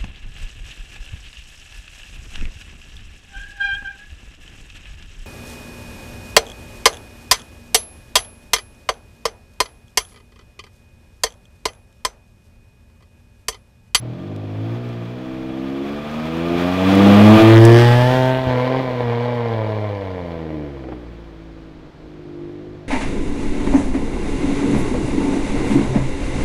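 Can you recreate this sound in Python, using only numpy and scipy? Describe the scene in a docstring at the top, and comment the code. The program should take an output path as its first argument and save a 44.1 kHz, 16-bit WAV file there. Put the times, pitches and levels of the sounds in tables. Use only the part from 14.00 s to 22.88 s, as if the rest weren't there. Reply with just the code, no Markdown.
"""On a gravel lot with a fence and trees, a small three-cylinder car with a loud exhaust comes up from behind,
passes close to a microphone on the ground and overloads it, then drives off, lifts the throttle and pops far away.
Tones locked to the firings make the boom; firing edges ring the silencer, and edges and puffs of gas the tailpipe.
Shaped noise makes tyres, breeze and open air; short noise bursts make stones and pops; fence and trees echo."""
import sys
import numpy as np
from scipy import signal
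from scipy.fft import rfft, irfft, next_fast_len
from scipy.io import wavfile
from scipy.ndimage import uniform_filter1d

SR = 44100
rng = np.random.default_rng(int(sys.argv[2]) if len(sys.argv) > 2 else 0)


def transcribe(signal):
    """Save signal, clipped to [-1, 1], as a 16-bit WAV file at the path in sys.argv[1]."""
    frames = np.atleast_2d(signal).T
    limited = np.clip(frames, -1, 1)
    pcm = np.round(limited * 32767).astype(np.int16)
    wavfile.write(sys.argv[1], SR, pcm)


N = 391595
T = np.arange(N) / SR
SIZE = next_fast_len(N + SR)  # room for echoes to ring out
HZ = np.maximum(np.arange(SIZE // 2 + 1) * SR / SIZE, 1e-3)
TOP_HZ = 15600  # where the treble ends

# The drive past: moment of passing, speed, closest distance, and when the car turns its tail to the microphone.
PASS_S, SPEED_M_S, CLOSEST_M = 3.475, 3.616, 2.286
FACING_AWAY_S = (3.46, 4.03)

# Engine speed. Each row: time in seconds, firing rate in Hz.
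FIRING_RATE = [(0, 39.8), (.11, 40), (.29, 51.6), (.52, 51.4), (.8, 60.6), (1.02, 58.1), (1.25, 64.3),
               (1.48, 64.4), (1.78, 68.5), (2.16, 76.6), (2.36, 82.8), (2.57, 86.7), (2.97, 98.3),
               (3.14, 101.8), (3.38, 110.1), (3.59, 112.6), (3.81, 118.9), (3.92, 120.5), (4.15, 128.4),
               (4.42, 130), (4.58, 124.2), (4.8, 132.4), (4.9, 125.8), (5.12, 117.5), (5.26, 121.2),
               (5.33, 121.7), (5.62, 108.6), (5.85, 105), (6.36, 82), (6.58, 76.2), (6.82, 65.2),
               (7.07, 58.7), (7.37, 54.7), (7.62, 54.5), (7.9, 51.5), (8.02, 52.4), (8.41, 49),
               (8.61, 51.1), (8.88, 50.6)]
# How hard the engine pulls. Each row: time in seconds, effort in dB, which each voice scales its own way.
ENGINE_EFFORT = [(0, -0.5), (.7, 0.5), (1.05, -1), (2.15, -1), (2.75, 1.13), (3.08, 3.5), (4.28, 3.5),
                 (5.5, 5), (6.25, 3.5), (6.6, 2), (7.05, -3), (7.92, -6), (8.4, -2), (8.88, -1)]
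# Quick lifts of the throttle. Each row: start, closing time, held time and reopening time in seconds, depth in dB.
THROTTLE_LIFTS = [(4.3, .12, .05, .025, 5.5), (4.797, .015, .08, .22, 3.5), (7.87, .03, .07, .03, 8)]
# Extra unevenness of the firing times. Each row: middle and half length in seconds, spread in cycles.
FIRING_FLUTTER = [(3.15, .19, .022), (4.9, .1, .035), (5.5, 1, .006), (6.7, .35, .012)]

# The three lowest exhaust tones, before the boom filters. Each row: level in dB from ahead, level in dB from behind,
# dB per dB of effort, loss in dB per doubling of distance.
LOW_TONES = [(-29, -27, 0, 11.5), (-23.5, -29, 5, 10.5), (-4, 0, 1, 17)]
# How the exhaust favours low tones, from ahead and from behind. Each row: frequency in Hz, gain in dB.
BOOM_AHEAD_TONE = [(70, -2), (90, 5), (105, 18.5), (120, 18), (138, 1), (165, 7), (188, -0.5), (205, -0.5),
                   (235, 0), (280, -52)]
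BOOM_BEHIND_TONE = [(50, 5), (56, 17.5), (70, 17.5), (85, 17), (106, 24.5), (120, 21), (150, 9.5),
                    (200, -10.5), (262, -4.5), (320, -28.5)]
# The boom drops out as the body goes by. Each row: middle and half length in seconds, depth in dB.
BODY_SHADOW = [(3.397, 0.021, 17)]

# Level of rushing gas against the firing edges. Each row: time in seconds, level in dB.
GAS_RUSH = [(1, 5), (3.2, 2), (3.45, -7), (4.3, -8), (4.5, 6)]
# Level of the silencer's drone, which swells as the revs cross its notes and as the far car turns round.
# Each row: time in seconds, level in dB before the throttle lifts.
SILENCER_DRONE = [(0,-39.5),(.3,-32.5),(.52,-33.5),(.68,-30),(1.08,-35),(1.3,-29.5),(1.82,-24.5),(2.1,-35.5),(2.55,-19.5),(2.78,-23.5),(2.97,-12.5),(3.2,-16.5),(3.5,-5.5),(3.75,-7),(4.05,-38),(4.3,-44),(4.55,-35),(6.3,-40.5),(6.58,-27),(6.76,-38.5),(6.9,-30.5),(7.1,-44),(7.55,-42),(7.9,-45.5),(8.25,-37),(8.42,-32),(8.65,-35.5),(8.88,-43)]
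# Exhaust tone from ahead, close behind and far behind. Each row: frequency in Hz, gain in dB.
EXHAUST_AHEAD = [(400,-7),(495,24),(550,16),(615,19),(680,19.5),(880,9),(1000,5),(1200,12),(1450,-14),(2100,-17),(2400,4.5),(2750,-3.5),(3400,-1.5),(4800,-20)]
EXHAUST_CLOSE = [(460,7),(510,4.5),(590,7.5),(790,0.5),(885,2.5),(1150,-18.5),(1400,-6),(1700,4.5),(2350,-4.5),(3100,-0.5),(4200,-5),(5000,-18)]
EXHAUST_FAR = [(400,2),(485,10),(660,1),(830,-7),(1050,-7.5),(1220,-21),(1600,-11),(2350,-8),(2550,-22),(2900,-14.5),(4200,-19),(8000,-40)]
# Voices of the car. Each holds the same four numbers as a row of LOW_TONES.
BARK = (-23.5, -22, 2.19, 8)
BLARE = (-37, -30.5, 3.5, 11.5)
RASP = (-33, -28, 1.5651, 11)
JET_HISS = (-56, -52, 3.5, 18)
TYRE_HISS = (-45.5, -45, 0.5, 12.5)
DRAUGHT = (-52, -52, 4, 12.5)
# Brief swells: labouring engine, rasp with the tailpipe aimed at the microphone, tyres biting as the car speeds up.
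# Each holds: middle and half length in seconds, then level (labouring) or rise (the others) in dB.
LUG = (0.22, 0.22, -32.5)
AIMED = (3.79, 0.29, 9.5)
GRIP = (0.77, .18, 3.6)

# Tyre noise before the wheel ringing. Each row: frequency in Hz, gain in dB.
GRAVEL_TONE = [(100,30.5),(1000,28),(3200,19.5),(5000,9.5),(8500,-3.5),(13000,-3.5)]
# Tyre noise falls once the driven wheels are past. Each row: time in seconds, change in dB.
DRIVEN_WHEELS = [(3.42, 0), (3.55, -5), (4.4, -7), (7, -3)]
# Ringing notes of wheels and body panels, in Hz.
WHEEL_RING_HZ = (1200, 2400, 3380)
# Open air and distant traffic. Each row: frequency in Hz, gain in dB.
OPEN_AIR_TONE = [(25,-20),(100,3),(400,3),(1000,-6),(2500,-15),(4200,-19),(15000,-52)]
# Stones flicked by the tyres. Each row: start in seconds, peak in dB, ringing note in Hz.
FLICKED_STONES = [(.362,-36.5,2980),(.890,-42,4700),(2.952,-26,8290),(3.652,-10,6960),(3.698,-26,7500)]
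# Single engine tones that sing out. Each row: middle and half length in seconds, level in dB,
# multiple of the firing rate.
SINGING_TONES = [(2.1, .27, -45, 16.2), (2.52, .14, -42, 14.2), (3.4, .07, -27, 11), (3.68, .1, -19, 4)]
# Unburnt fuel pops in the pipe; the first row is a thump from a gear change or a bump. Each row: start in
# seconds, peak in dB before filtering, centre in Hz.
POPS_AND_THUMP = [(4.468,-11,100),(4.797,-15,380),(4.872,-19,380),(5.006,-17,300),(6.768,-26,500),(6.839,-24,500),(6.886,-16,400),(6.921,-16,350)]


def undb(db):
    """Turn decibels into gain."""
    return 10 ** (np.asarray(db) / 20)


def curves(table):
    """Join each column of a table by straight lines in time."""
    s, *columns = np.transpose(table)
    return [np.interp(T, s, c) for c in columns]


def noise():
    """White noise."""
    return rng.standard_normal(N)


def unit(x):
    """Scale to an rms level of 1."""
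    return x / np.std(x)


def even(x, size=3500):
    """Hold the short-term rms at 1 but keep the single firings; size is in samples."""
    power = uniform_filter1d(uniform_filter1d(x * x, size), size)
    return x / np.sqrt(np.abs(power) + 1e-12)


def shape(x, response):
    """Filter by a frequency response."""
    return irfft(rfft(x, SIZE) * response, SIZE)[:N]


def colour(points):
    """Frequency response drawn through (Hz, dB) points."""
    hz, db = np.transpose(points)
    return undb(np.interp(np.log(HZ), np.log(hz), db))


def band(low_hz, high_hz, order=8):
    """Response that passes only a band; a higher order makes steeper sides."""
    low_side = (low_hz / HZ) ** (2 * order)
    high_side = (HZ / high_hz) ** (2 * order)
    return 1 / np.sqrt((1 + low_side) * (1 + high_side))


def resonance(hz, width_hz):
    """Response of one damped ringing note."""
    return 1 / (1 + 1j * (HZ ** 2 - hz ** 2) / (HZ * width_hz))


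def delay(seconds):
    """Response of a pure delay."""
    return np.exp(-2j * np.pi * HZ * seconds)


def walk(rate_hz):
    """Smooth random wandering with a spread of 1."""
    return unit(shape(noise(), 1 / (1 + (HZ / rate_hz) ** 4)))


def swell(s, length, peak):
    """A smooth brief rise and fall around time s."""
    return peak * np.exp(-((T - s) / length) ** 2)


def dips(table):
    """Smooth brief drops of level, in dB."""
    return -sum(swell(*row) for row in table)


def echoes(x, t60=0.75, gap_s=0.0033):
    """Scatter from ribbed fence and trees: a fading noise tail, late and dull."""
    onset = np.clip(T / gap_s - 1, 0, 1)
    tail = noise() * undb(-60 * T / t60) * onset
    return shape(x, rfft(tail / np.linalg.norm(tail), SIZE) * band(59, 5000, order=1))


def bursts(table, decay_s, width):
    """Short fading bursts of noise, each through its own broad resonance."""
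    out, t = np.zeros(N + SR), T[:SR // 8]
    for s, db, hz in table:
        b, a = signal.iirpeak(min(hz, SR / 4), max(1 / width, .7), fs=SR)
        burst = signal.lfilter(b, a, rng.standard_normal(len(t)) * np.exp(-t / decay_s))
        start = int(s * SR)
        out[start:start + len(t)] += undb(db) * burst / np.abs(burst).max()
    return out[:N]


def facing_away():
    """0 while the car points at the microphone, 1 once its tailpipe does."""
    return np.interp(T, FACING_AWAY_S, (0, 1))


def loudness(ahead_db, behind_db, per_effort, loss_db):
    """Gain of one voice of the car, from its heading, its effort and its distance."""
    distance_m = np.hypot(CLOSEST_M, SPEED_M_S * (T - PASS_S))
    doublings = np.log2(distance_m / CLOSEST_M)
    heading_db = ahead_db + (behind_db - ahead_db) * facing_away()
    return undb(heading_db + per_effort * curves(ENGINE_EFFORT)[0] - loss_db * doublings)


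def lifts():
    """Drop of level in dB while the throttle is shut."""
    total = np.zeros(N)
    for s, fall, hold, rise, db in THROTTLE_LIFTS:
        total -= np.interp(T, s + np.cumsum([0, fall, hold, rise]), (0, db, db, 0))
    return total


def flutter():
    """Spread of the firing times in cycles: always a little, more in the rough stretches."""
    return .0015 + sum(swell(*row) for row in FIRING_FLUTTER)


def firings(turns, scatter_db, cylinder_db, count=3):
    """Strength of each firing: the three cylinders differ, and every burn differs a little."""
    shot = np.round(turns).astype(int)
    db = scatter_db * rng.standard_normal(N // 100)[shot] + cylinder_db * (shot % count - 1)
    return uniform_filter1d(undb(db), size=60)


def boom(turns, echo_db=-17):
    """Three lowest tones of the pulse train, each swelling as the revs carry it through a resonance."""
    tones = sum(np.cos(2 * np.pi * k * turns) * loudness(*row) for k, row in enumerate(LOW_TONES, 1))
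    tones = np.sqrt(2) * tones * firings(turns, scatter_db=-0.18, cylinder_db=-0.36)
    away = np.interp(T, (3.3, 3.6), (0, 1))
    # from ahead the pulses arrive as ramps, from behind as spikes
    ahead = shape(tones, 1j * colour(BOOM_AHEAD_TONE))
    behind = shape(tones, colour(BOOM_BEHIND_TONE))
    heard = (1 - away) * ahead + away * behind
    return heard * undb(dips(BODY_SHADOW)) + undb(echo_db) * echoes(heard)


def firing_edges(turns, count=52):
    """Sharp edge of each firing, built from many harmonics with slightly uneven timing."""
    angle = 2 * np.pi * (turns + flutter() * walk(30))
    # the edge is not perfectly sharp, so its highest harmonics fade away
    edges = sum(np.cos(k * angle) * np.cos(np.pi / 2 * k / count) for k in range(3, count))
    return unit(edges) * firings(turns, scatter_db=.9, cylinder_db=.9)


def gas_puffs(turns):
    """Turbulent gas hisses after each firing, in short uneven puffs that crackle."""
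    puff = .25 + np.exp(-(turns % 1) / .16)
    puff = puff * firings(turns, scatter_db=2, cylinder_db=2)
    return unit(noise() * puff) * undb(curves(GAS_RUSH)[0])


def underbody():
    """Response of sound bouncing between floor pan and ground, which spreads each pulse in time."""
    bounce = delay(.0034)
    return (bounce - .55) / (1 - .55 * bounce)


def silencer(edges):
    """The silencer rings on between firings: three notes from ahead, two from behind."""
    away = facing_away()
    # a side chamber swallows one pitch
    push = shape(edges, band(170, 426) * (1 - resonance(385, 50)))
    notes_ahead = resonance(268, 35) + resonance(330, 30) + .4 * resonance(420, 22)
    notes_behind = 0.5 * resonance(304, 31) + resonance(338.3, 18.7)
    ring = (1 - away) * shape(push, notes_ahead * underbody()) + away * shape(push, notes_behind)
    return even(ring + undb(-13) * echoes(ring)) * undb(curves(SILENCER_DRONE)[0])


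def labouring(edges):
    """A low growl as the engine labours while the clutch takes up the load."""
    s, length, db = LUG
    return even(shape(edges, band(154, 212))) * swell(s, length, undb(db))


def fence(x):
    """One hard reflection whose lag slides as the car goes by, so the harmonics ripple and beat."""
    lag_s = .014 + .005 * np.tanh((T - 3.1) / .5) + .0012 * (T - PASS_S)
    gain = np.interp(T, (2.3, 2.9, 3.4, 3.7, 5), (.45, .75, .7, .15, .4))
    return x + gain * np.interp(T - lag_s, T, x)


def tailpipe(edges, gas, far):
    """Waves return inverted from the open pipe end, making quarter-wave resonances; the fence reflects them."""
    standing = 1 / (1 + 0.3 * delay(.00545))
    jet = shape(edges + shape(gas, band(480, SR, order=2)), standing)
    rear = (1 - far) * shape(jet, colour(EXHAUST_CLOSE)) + far * shape(jet, colour(EXHAUST_FAR))
    front = shape(jet, colour(EXHAUST_AHEAD) * underbody())
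    in_view = np.interp(T, (3.35, 3.6), (0, 1))  # the tailpipe clears the body
    return fence((1 - in_view) * front + in_view * rear)


def tree_echoes(mouth):
    """The forest edge answers late, still at the earlier pitch; far off, the echoes weigh more."""
    forest = shape(mouth, delay(0.29) * band(210, 1700, order=1))
    wet_db = np.interp(T, (0, 3.6, 4.8, 5.6, 7), (-10, -27, -18, -8, -4))
    return undb(wet_db) * (forest + echoes(mouth))


def pipe(turns):
    """Firing edges ring the silencer, edges and gas the tailpipe; drone and growl have their own levels."""
    edges = firing_edges(turns)
    far = np.interp(T, (4.35, 4.55), (0, 1))
    mouth = tailpipe(edges, gas_puffs(turns), far)
    wet = tree_echoes(mouth)
    # bark, blare, rasp and hiss follow heading, effort and distance
    bark = even(shape(mouth + wet, band(392, 802))) * loudness(*BARK)
    blare = even(shape(mouth + wet, band(867, 1230))) * loudness(*BLARE)
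    # the trees return less of the treble, which stays crisp
    treble = shape(mouth + wet / 2, band(1393, SR) * band(20, 5340, order=3))
    rasp = even(treble) * loudness(*RASP) * undb(swell(*AIMED))
    hiss = unit(shape(noise(), band(6500, TOP_HZ, order=2))) * loudness(*JET_HISS) * (1 - far)
    return silencer(edges) + labouring(edges) + bark + blare + rasp + hiss


def tyres():
    """A rolling roar of noise with countless small grains of grit cracking in it."""
    grain_size = undb(0.82 * np.minimum(rng.exponential(size=N), 5))
    grit = noise() * (rng.random(N) < 900 / SR) * grain_size  # about 900 grains a second
    # wheels and body panels ring a little under the grit
    ringing = 1 + .8 * sum(resonance(hz, hz / 25) for hz in WHEEL_RING_HZ)
    roll = shape(noise() + 0.43 * unit(grit), ringing * colour(GRAVEL_TONE) * band(95, TOP_HZ, order=4))
    # the level is set by the hiss at the top of the roar
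    hiss = np.std(shape(roll, band(8000, 15000)))
    change_db = 0.91 * walk(11) + swell(*GRIP) + curves(DRIVEN_WHEELS)[0]
    return roll / hiss * loudness(*TYRE_HISS) * undb(change_db)


def wind(breeze_db=-47.5):
    """Low noise for a light breeze and the air that the passing body pushes over the microphone."""
    gusts = (undb(breeze_db) + loudness(*DRAUGHT)) * undb(2 * walk(5.4))
    return unit(shape(noise(), band(14, 71, order=1) * band(5.8, 570, order=2))) * gusts


def open_air():
    """Steady soft noise of open air and distant traffic."""
    return unit(shape(noise(), colour(OPEN_AIR_TONE))) * undb(-46.5)


def stones():
    """Flicked stones click: each is a very short ringing burst."""
    return bursts(FLICKED_STONES, decay_s=.0022, width=.5)


def singing(turns):
    """Single multiples of the firing rate sing out as the revs sweep them through a resonance."""
    tones = np.zeros(N)
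    for s, length, db, order in SINGING_TONES:
        tones += np.cos(2 * np.pi * order * turns) * undb(db) * swell(s, length, 1)
    return np.sqrt(2) * tones * firings(turns, scatter_db=1, cylinder_db=-2.5)


def pops():
    """Fuel burning in the pipe, and one thump of a gear change or a bump: each is a thump with a dry crack on
    top, and echoes."""
    thump_and_crack = band(40, 700, order=3) + undb(-9) * band(1400, 2600, order=3)
    dry_pops = shape(bursts(POPS_AND_THUMP, decay_s=.011, width=.9), thump_and_crack)
    return dry_pops + undb(-8) * echoes(dry_pops)


def scene():
    """Car, stones, wind and open air at one microphone."""
    turns = np.cumsum(curves(FIRING_RATE)[0]) / SR  # firings counted so far
    exhaust = (boom(turns) + pipe(turns) + singing(turns)) * undb(lifts())
    return (exhaust + tyres() + wind() + open_air() + stones() + pops())[None]


def record(dry, ceiling=0.82, order=8):
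    """The microphone overloads with flat tops, and the treble ends steeply."""
    clipped = dry / (1 + (dry / ceiling) ** order) ** (1 / order)
    treble_end = signal.ellip(8, .2, 70, TOP_HZ, fs=SR, output="sos")
    return signal.sosfilt(treble_end, clipped)


dry = scene()
out = record(dry)
transcribe(out)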